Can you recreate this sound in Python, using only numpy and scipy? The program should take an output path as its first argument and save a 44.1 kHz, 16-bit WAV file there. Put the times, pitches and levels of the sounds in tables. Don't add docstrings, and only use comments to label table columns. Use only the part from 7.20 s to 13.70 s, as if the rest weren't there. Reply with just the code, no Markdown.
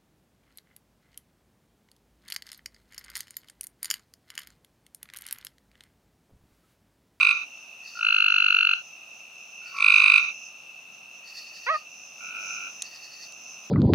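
import sys
import numpy as np
from scipy import signal
from scipy.fft import rfft, irfft
from scipy.io import wavfile
from scipy.ndimage import uniform_filter1d

SR = 44100
rng = np.random.default_rng(int(sys.argv[2]) if len(sys.argv) > 2 else 0)


def decibels_to_gain(level_db):
    exponent = np.asarray(level_db, float) / 20
    return 10 ** exponent


def waveform_to_disk(signal):
    frames = np.transpose(np.atleast_2d(signal))
    scaled = np.clip(frames, -1, 1) * 32767
    samples = np.round(scaled).astype(np.int16)
    wavfile.write(sys.argv[1], SR, samples)


N = 286650
RUN_IN = SR // 5


def rms_one(x):
    return x / np.sqrt(np.mean(x ** 2) + 1e-20)


def in_time(rows):
    s, *columns = np.transpose(rows)
    return [np.interp(np.arange(N) / SR, s, column) for column in columns]


def at_hz(points, hz):
    return np.interp(np.log(hz), np.log(np.array(points)[:, 0]), np.array(points)[:, 1])


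def drift(rate_hz):
    knots = rng.standard_normal(400)
    return np.interp(np.arange(N) / SR * rate_hz * 2, np.arange(400), knots) * np.sqrt(3 / 2)


def hump(ms, rise_ms, fall_ms):
    return np.exp(-.5 * (ms / np.where(ms < 0, rise_ms, fall_ms)) ** 2)


def wedge(ms, rise_ms, fall_ms):
    reach = np.abs(ms) / np.where(ms < 0, rise_ms, fall_ms) / 2.3
    return np.clip(1 - reach ** 1.5, 0, 1) ** 1.4


def resonate(x, hz, width_hz):
    r = np.exp(-np.pi * width_hz / SR)
    return signal.lfilter([(1 - r * r) / 2, 0, (r * r - 1) / 2], [1, -2 * r * np.cos(2 * np.pi * hz / SR), r * r], x)


def body(x, modes):
    out = 0
    for k, (hz, width_hz, db) in enumerate(modes):
        twice = resonate(resonate(x, hz, width_hz), hz, width_hz)
        out = out + (-1) ** k * decibels_to_gain(db) * twice
    return out


def alike_noise(likeness):
    mid, side = rng.standard_normal((2, N))
    c = np.clip(likeness, -1, 1)
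    return np.sqrt((1 + c) / 2) * mid + np.sqrt((1 - c) / 2) * side * [[1], [-1]]


def yard(x, echoes, walls=()):
    ms = np.arange(SR // 5) / SR * 1000
    density = 0
    for lag_ms, spread_ms, db in echoes:
        density = density + decibels_to_gain(db) * hump(ms - lag_ms, spread_ms, spread_ms) / np.sqrt(spread_ms * SR / 500)
    paths = rng.standard_normal((2, len(ms))) * density
    for left_ms, right_ms, db in walls:
        arrivals = [round(left_ms * SR / 1000), round(right_ms * SR / 1000)]
        paths[[0, 1], arrivals] += decibels_to_gain(db)
    paths = signal.lfilter(*signal.butter(2, 4500, fs=SR), paths)
    reflected = signal.fftconvolve(x, paths, axes=1)[:, :x.shape[1]]
    return (x + reflected)[:, -N:]


# pitch_hz, level_db [dB per Hz]
AIR_COLOUR = [(40, -30.5), (110, -13), (200, -5.5), (430, -10.5), (700, -1.5), (980, -7.5), (1300, -3.5),
              (1800, -16.5), (2400, -6.5), (3200, -11.5), (3700, -8.5), (6000, -21), (7200, -21),
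              (8200, -19.5), (15000, -22)]
# pitch_hz, likeness [-1 to 1]
PORT_LIKENESS = [(60, 0.92), (180, 0.84), (550, 0.75), (1650, 0.57), (4970, 0.51), (15000, 0.083)]


def night_air(level_db):
    hz = np.fft.rfftfreq(N, 1 / SR) + 1
    c = np.clip(at_hz(PORT_LIKENESS, hz), -1, 1)
    mid, side = rfft(rng.standard_normal((2, N))) * decibels_to_gain(at_hz(AIR_COLOUR, hz))
    air = irfft(np.sqrt(1 + c) * mid + np.sqrt(1 - c) * side * [[1], [-1]], N)
    return decibels_to_gain(level_db + 8.0) * rms_one(air)


def tree_crickets(level_db):
    t, singers = np.arange(N) / SR, 0
    for tune, rate, start, side in rng.standard_normal((7, 4)):
        pulses = np.maximum(np.sin(2 * np.pi * (57 + 7.4 * rate) * t + 3 * start) + 0.1, 0)
        phase = 2 * np.pi * np.cumsum(2665 + 45 * tune + 12 * drift(1.3)) / SR
        ports = np.sin(phase + 0.12 * side * np.array([[1], [-1]]))
        singers = singers + decibels_to_gain(4.5 * drift(3.1)) * pulses * ports
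    haze = resonate(body(alike_noise(0.49), [(2666, 250, 0)]), 2562, 670)
    return decibels_to_gain(level_db) * rms_one(rms_one(singers) + decibels_to_gain(3.5) * rms_one(haze))


# pitch_hz, width_hz, level_db
GROUND_WING_MODES = [(5390, 650, -10.5), (6178, 515, -1)]


def ground_crickets(level_db):
    throb = 1 + 0.13 * np.sin(2 * np.pi * np.cumsum(83 + 2.6 * drift(0.36)) / SR)
    buzz = body(alike_noise(0.49) * throb, GROUND_WING_MODES)
    buzz = signal.sosfilt(signal.butter(6, 6700, fs=SR, output="sos"), buzz)
    return decibels_to_gain(level_db + 2.0 * drift(7.2)) * rms_one(buzz) * decibels_to_gain([[-.9], [.9]])


# start_s, level_db [peak], pitch_hz [ring]
DROP_TICKS = [
    (3.404, -55.5, 5000),
    (5.038, -44, 7840),
    (5.6219, -12, 6230),
    (5.6245, -15, 6730),
    (5.6448, -36, 6600),
    (6.1227, -31, 7040),
    (6.125, -35.5, 5000),
]


def drop_ticks():
    out = np.zeros(N)
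    click = np.zeros(600)
    click[0] = 1
    for start_s, db, hz in DROP_TICKS:
        ring = 9.1 * resonate(click, hz, 700)
        ring += 3.1 * resonate(click, 1.35 * hz, 1500)
        ring += 4.1 * resonate(click, .62 * hz, 500)
        i = round(start_s * SR)
        out[i:i + 600] += decibels_to_gain(db) * ring
    band = signal.butter(3, [2000, 10000], "band", fs=SR, output="sos")
    return signal.sosfilt(band, out) * decibels_to_gain([[-1.1], [1.1]])


# pitch_hz, width_hz, level_db
KATYDID_WING_MODES = [(4400, 400, 5), (5200, 2000, -4), (3750, 600, -9)]
# start_s [first rasp], rasps [count], level_db, low_buzz_db
KATYDID_SERIES = [
    (.677, 2, -56, -10),
    (2.48, 2, -56, -10),
    (4.085, 6, -53.5, -10),
    (5.657, 5, -53, -6),
]


def katydid():
    gap_s, scatter_db = 0.0933, 2.5
    ms, scrape = np.arange(N) / SR * 1000, alike_noise(0.84)
    high, low = 0, 0
    for start_s, count, series_db, low_db in KATYDID_SERIES:
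        for k in range(round(count)):
            from_rasp = ms - 1000 * (start_s + k * gap_s)
            db = series_db + scatter_db * rng.standard_normal()
            high = high + decibels_to_gain(db) * (hump(from_rasp, 5.6, 17) + 1.4 * hump(from_rasp, 25, 47))
            low = low + decibels_to_gain(db + low_db) * hump(from_rasp, 37, 20)
    top = signal.sosfilt(signal.butter(4, 8000, "high", fs=SR, output="sos"), scrape)
    hiss = decibels_to_gain(-14) * uniform_filter1d(high, size=4000) * top
    wings = high * rms_one(body(scrape, KATYDID_WING_MODES))
    return hiss + wings + low * rms_one(body(scrape, [(1863, 240, 0)]))


def pulse_rows(trills, pace, effort):
    gap_ms, slowing_ms, jitter_ms = pace
    swell_db, full_at, full_hz, sag_hz, uneven_db = effort
    knee_pulses, sag_db = 1.1, 7
    rows = []
    for start_s, count, full_db in trills:
        k, chance = np.arange(count), rng.standard_normal((count, 3))
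        late_ms = gap_ms * k + slowing_ms * k * (k - 1) / 2 + jitter_ms * chance[:, 0]
        s = start_s + late_ms / 1000
        lack_db = swell_db * knee_pulses * np.log(1 + np.exp((full_at - k) / knee_pulses))
        hz = full_hz - sag_hz * (1.5 - np.exp(-lack_db / sag_db)) + 5 * uneven_db * chance[:, 1]
        first_db = -10 * (k == 0)
        effort_db = full_db - lack_db + first_db + uneven_db * chance[:, 2]
        rows += [row for row in zip(s, effort_db, hz) if row[0] > -RUN_IN / SR]
    return rows


def trill(pulses, voice, parts_db, lead_ms, soft_slope):
    thin_db = 70
    out = np.zeros((2, RUN_IN + N + 1200))
    ms = np.arange(-600, 600) / SR * 1000
    port_ms = ms + np.array([[lead_ms / 2], [-lead_ms / 2]])
    loudest = max(db for s, db, hz in pulses)
    for s, db, hz in pulses:
        i, lack_db = round(s * SR) + RUN_IN, loudest - db
        wobble = rng.standard_normal(len(voice))
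        for (multiple, centre, rise, fall, pan_db, glide), part_db, w in zip(voice, parts_db, wobble):
            lowest = multiple < 3 / 2
            bend = glide / 100 * 3 * (1 + lack_db / 12) ** (-1 if lowest else 1 / 2)
            slide = port_ms + bend * np.log(np.cosh((port_ms - centre) / 3))
            effort_db = loudest - lack_db * (soft_slope if lowest else 1 + lack_db / thin_db)
            gain = decibels_to_gain(effort_db + part_db + .4 * w + np.array([[pan_db / 2], [-pan_db / 2]]))
            slow_fall = fall * (1 + lack_db / (9 if lowest else 30))
            tone = np.sin(2 * np.pi * multiple * hz / 1000 * slide)
            out[:, i:i + 1200] += gain * wedge(ms - centre, rise, slow_fall) * tone
    return signal.sosfilt(signal.butter(6, 900, "high", fs=SR, output="sos"), out[:, 600:-600] + 1e-18)


# multiple, centre_ms, rise_ms, fall_ms, left_right_db, glide_percent
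FAR_PARTIALS = [(1, 0, 2.4, 1.8, -4.6, 5), (1.86, -1, 1.8, 1.6, -1.4, 10), (2.8, 1, 1.5, 1.5, .4, 5)]
FAR_PARTIALS_DB = [1.5, 10, -16]
# start_s [first pulse], pulses [count], level_db [full effort]
FAR_CALLS = [
    (2.4, 7, -42),
    (4.9905, 25, -34),
]
# swell_db [per pulse], full_at [pulses], pitch_hz [reference; full-effort pulses sit half a sag
# below it], sag_hz [weakest pulses sit 1.5 sags below the reference], uneven_db
FAR_SWELL = (2.5, 2.6, 1408, 12, 1.3)
# delay_ms, spread_ms, level_db
FAR_SCATTER = [(8.9, 12, 3.5), (32, 2, -7.5), (69.4, 17, -13.5)]


def far_frog():
    pulses = pulse_rows(FAR_CALLS, pace=(19.93, 0, .9), effort=FAR_SWELL)
    call = trill(pulses, FAR_PARTIALS, FAR_PARTIALS_DB, lead_ms=-0.061, soft_slope=1.0)
    return decibels_to_gain(-7.5) * yard(call, FAR_SCATTER)


# start_s, level_db, pitch_hz
YELP_PATH = [
    (4.461, -73, 448),
    (4.465, -30, 462),
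    (4.475, -25, 485),
    (4.49, -25.5, 546),
    (4.505, -27, 625),
    (4.522, -28.5, 652),
    (4.545, -29.5, 618),
    (4.562, -34, 605),
    (4.571, -76, 598),
]
# pitch_hz, width_hz, level_db
THROAT_MODES = [(726, 250, -9), (1174, 187, -0.2), (1980, 1900, -11)]
# pitch_hz, width_hz, level_db
THROAT_TOP_MODES = [(3200, 400, -31), (4150, 600, -28)]
# delay_ms, spread_ms, level_db
YELP_SCATTER = [(15.46, 0.83, -15), (35, 30, -24)]


def yelp():
    level_db, hz = in_time(YELP_PATH)
    hoarse_from_s, hoarse_takes_s = 4.525, .03
    rough = np.interp(np.arange(N) / SR, [hoarse_from_s, hoarse_from_s + hoarse_takes_s], [.14, .4])
    phase = 2 * np.pi * np.cumsum(hz) / SR
    shake = signal.lfilter([.03], [1, -.97], rng.standard_normal(N)) * 6.1
    cords = sum(np.cos(k * phase) for k in range(1, 9)) * (1 + rough * shake)
    sounding = (np.arange(N) > YELP_PATH[0][0] * SR) & (np.arange(N) < YELP_PATH[-1][0] * SR)
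    cords = cords * decibels_to_gain(level_db + 8.5) * sounding + 1e-18
    cry = signal.sosfilt(signal.butter(6, 2300, fs=SR, output="sos"), body(cords, THROAT_MODES))
    cry = cry + body(cords, THROAT_TOP_MODES)
    left = decibels_to_gain(-0.9) * np.roll(cry, round(.12e-3 * SR))
    return yard(np.array([left, decibels_to_gain(2.0) * cry]), YELP_SCATTER)


# multiple, centre_ms, rise_ms, fall_ms, left_right_db, glide_percent
SECOND_PARTIALS = [(1.04, .3, 2.2, 1.4, .4, 6), (2, 0, 1.9, 1.5, .8, 6.5), (3.07, 2.4, 1.1, 1.4, -3, -7),
                   (3.3, -1.5, .9, .9, -2, 6), (1.72, -3.5, .8, .7, 0, 8), (2.4, 2.5, .5, .5, 0, 8)]
SECOND_PARTIALS_DB = [-13, -2, -17.5, -29.5, -26.5, -24.5]
# start_s [first pulse], pulses [count], level_db [full effort]
SECOND_CALLS = [
    (.7548, 40, -8.6),
]
# swell_db [per pulse], full_at [pulses], pitch_hz [reference; full-effort pulses sit half a sag
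# below it], sag_hz [weakest pulses sit 1.5 sags below the reference], uneven_db
SECOND_SWELL = (7.2, 4.0, 1379, 30, .4)
# delay_ms, spread_ms, level_db
SECOND_SCATTER = [(17.2, 5.8, -14.5), (46.7, 20, -11), (76.9, 4, -34.5)]
# left_delay_ms, right_delay_ms, level_db
SECOND_SURFACES = [(6.3, 7.1, -20), (13.4, 13.1, -19)]


def second_frog():
    pulses = pulse_rows(SECOND_CALLS, pace=(18.88, .06, .12), effort=SECOND_SWELL)
    call = trill(pulses, SECOND_PARTIALS, SECOND_PARTIALS_DB, lead_ms=-.07, soft_slope=.5)
    return decibels_to_gain(1.07) * yard(call, SECOND_SCATTER, SECOND_SURFACES)


# multiple, centre_ms, rise_ms, fall_ms, left_right_db, glide_percent
NEAR_PARTIALS = [(.93, -2.6, 1.8, 2.2, 1, 8), (1.12, 2.2, 1.6, 2.6, 4, 5), (2.065, .3, 1.7, .7, -4, 6),
                 (1.98, -5.2, 1.8, .9, -1.5, 7), (3.1, 1.5, 1.7, 1.8, -.6, 8), (2.9, -4, .9, .9, 2, 4),
                 (3.9, -4.6, .8, .8, 0, 3), (3.55, -1.5, .9, .9, 0, 8), (3.9, .5, 1.3, 1, 0, 3),
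                 (6.88, -1.6, 1.9, 1.9, 0, 1), (8.03, -1, 3.2, 4, 2, .6), (1.76, -2.5, 1.1, .9, 0, 8),
                 (2.5, 1.6, .5, .5, -2, 8)]
NEAR_PARTIALS_DB = [-22.5, -23.5, 0.25, -12.5, -18.5, -34.5, -25.5, -24.5, -32, -30, -44, -22, -20.5]
# start_s [first pulse], pulses [count], level_db [full effort]
NEAR_CALLS = [
    (-.3417, 24, -6.8),
    (2.528, 24, -4.3),
]
# swell_db [per pulse], full_at [pulses], pitch_hz [reference; full-effort pulses sit half a sag
# below it], sag_hz [weakest pulses sit 1.5 sags below the reference], uneven_db
NEAR_SWELL = (7.8, 4.2, 1246, 40, .4)
# delay_ms, spread_ms, level_db
NEAR_SCATTER = [(20.3, 7, -9.5), (43.4, 11, -18), (61.5, 6.8, -10.5), (110, 9, -15.5), (122.5, 19.6, -17)]
# left_delay_ms, right_delay_ms, level_db
NEAR_SURFACES = [(2.6, 5.9, -19), (14.1, 14.9, -8.5), (18.6, 17.7, -13)]


def near_frog():
    pulses = pulse_rows(NEAR_CALLS, pace=(19.525, .0184, .12), effort=NEAR_SWELL)
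    call = trill(pulses, NEAR_PARTIALS, NEAR_PARTIALS_DB, lead_ms=.02, soft_slope=.5)
    return decibels_to_gain(-0.83) * yard(call, NEAR_SCATTER, NEAR_SURFACES)


# start_s, tree_crickets_db, ground_crickets_db
INSECT_CHORUS = [(0, -45, -49), (.5, -46.5, -57), (1, -48.5, -53), (1.6, -47.5, -55.5), (2.3, -45.5, -55),
                 (3, -41.5, -47.5), (3.3, -46.5, -56), (3.9, -47, -57.5), (4.5, -44.5, -54),
                 (4.9, -48.5, -52), (5.25, -43.5, -43.5), (5.9, -48, -53), (6.5, -47, -47.5)]


def scene():
    tree_db, ground_db = in_time(INSECT_CHORUS)
    air_db = -65.5 + 0.67 * np.maximum(ground_db + 53, 0)
    insects = tree_crickets(tree_db) + ground_crickets(ground_db) + katydid()
    frogs = far_frog() + yelp() + second_frog() + near_frog()
    return night_air(air_db) + insects + drop_ticks() + frogs


# pitch_hz [lower edge], level_db [under the total at which the band falls silent]
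BAND_REACH = [(0, 61), (220, 58), (860, 99), (6950, 49), (7600, 72), (9550, 72), (10350, 66), (12500, 63),
              (14200, 59)]


def silence_faint_bands(x):
    shift = 390
    hz, _, frames = signal.stft(np.pad(x, ((0, 0), (shift, 0))), SR, "cosine", 2048)
    power = np.mean(np.abs(frames) ** 2, axis=0) + 1e-20
    edges, reach_db = np.transpose(BAND_REACH)
    band = np.searchsorted(edges, hz, "right") - 1
    per_bin = np.array([power[band == k].mean(axis=0) for k in range(len(edges))])
    spare_db = 1.3 * rng.standard_normal(len(power[0])) + 0.43 * rng.standard_normal(per_bin.shape)
    under_db = 10 * np.log10(power.sum(axis=0) / per_bin)
    kept = under_db < reach_db[:, None] + spare_db + .1
    return signal.istft(frames * kept[band], SR, "cosine", 2048)[1][:, shift:shift + N]


def low_pass(x):
    return signal.sosfilt(signal.butter(12, 15830, fs=SR, output="sos"), x)


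def record(dry):
    mix = silence_faint_bands(dry)
    return low_pass(mix)


dry = scene()
out = record(dry)
waveform_to_disk(out)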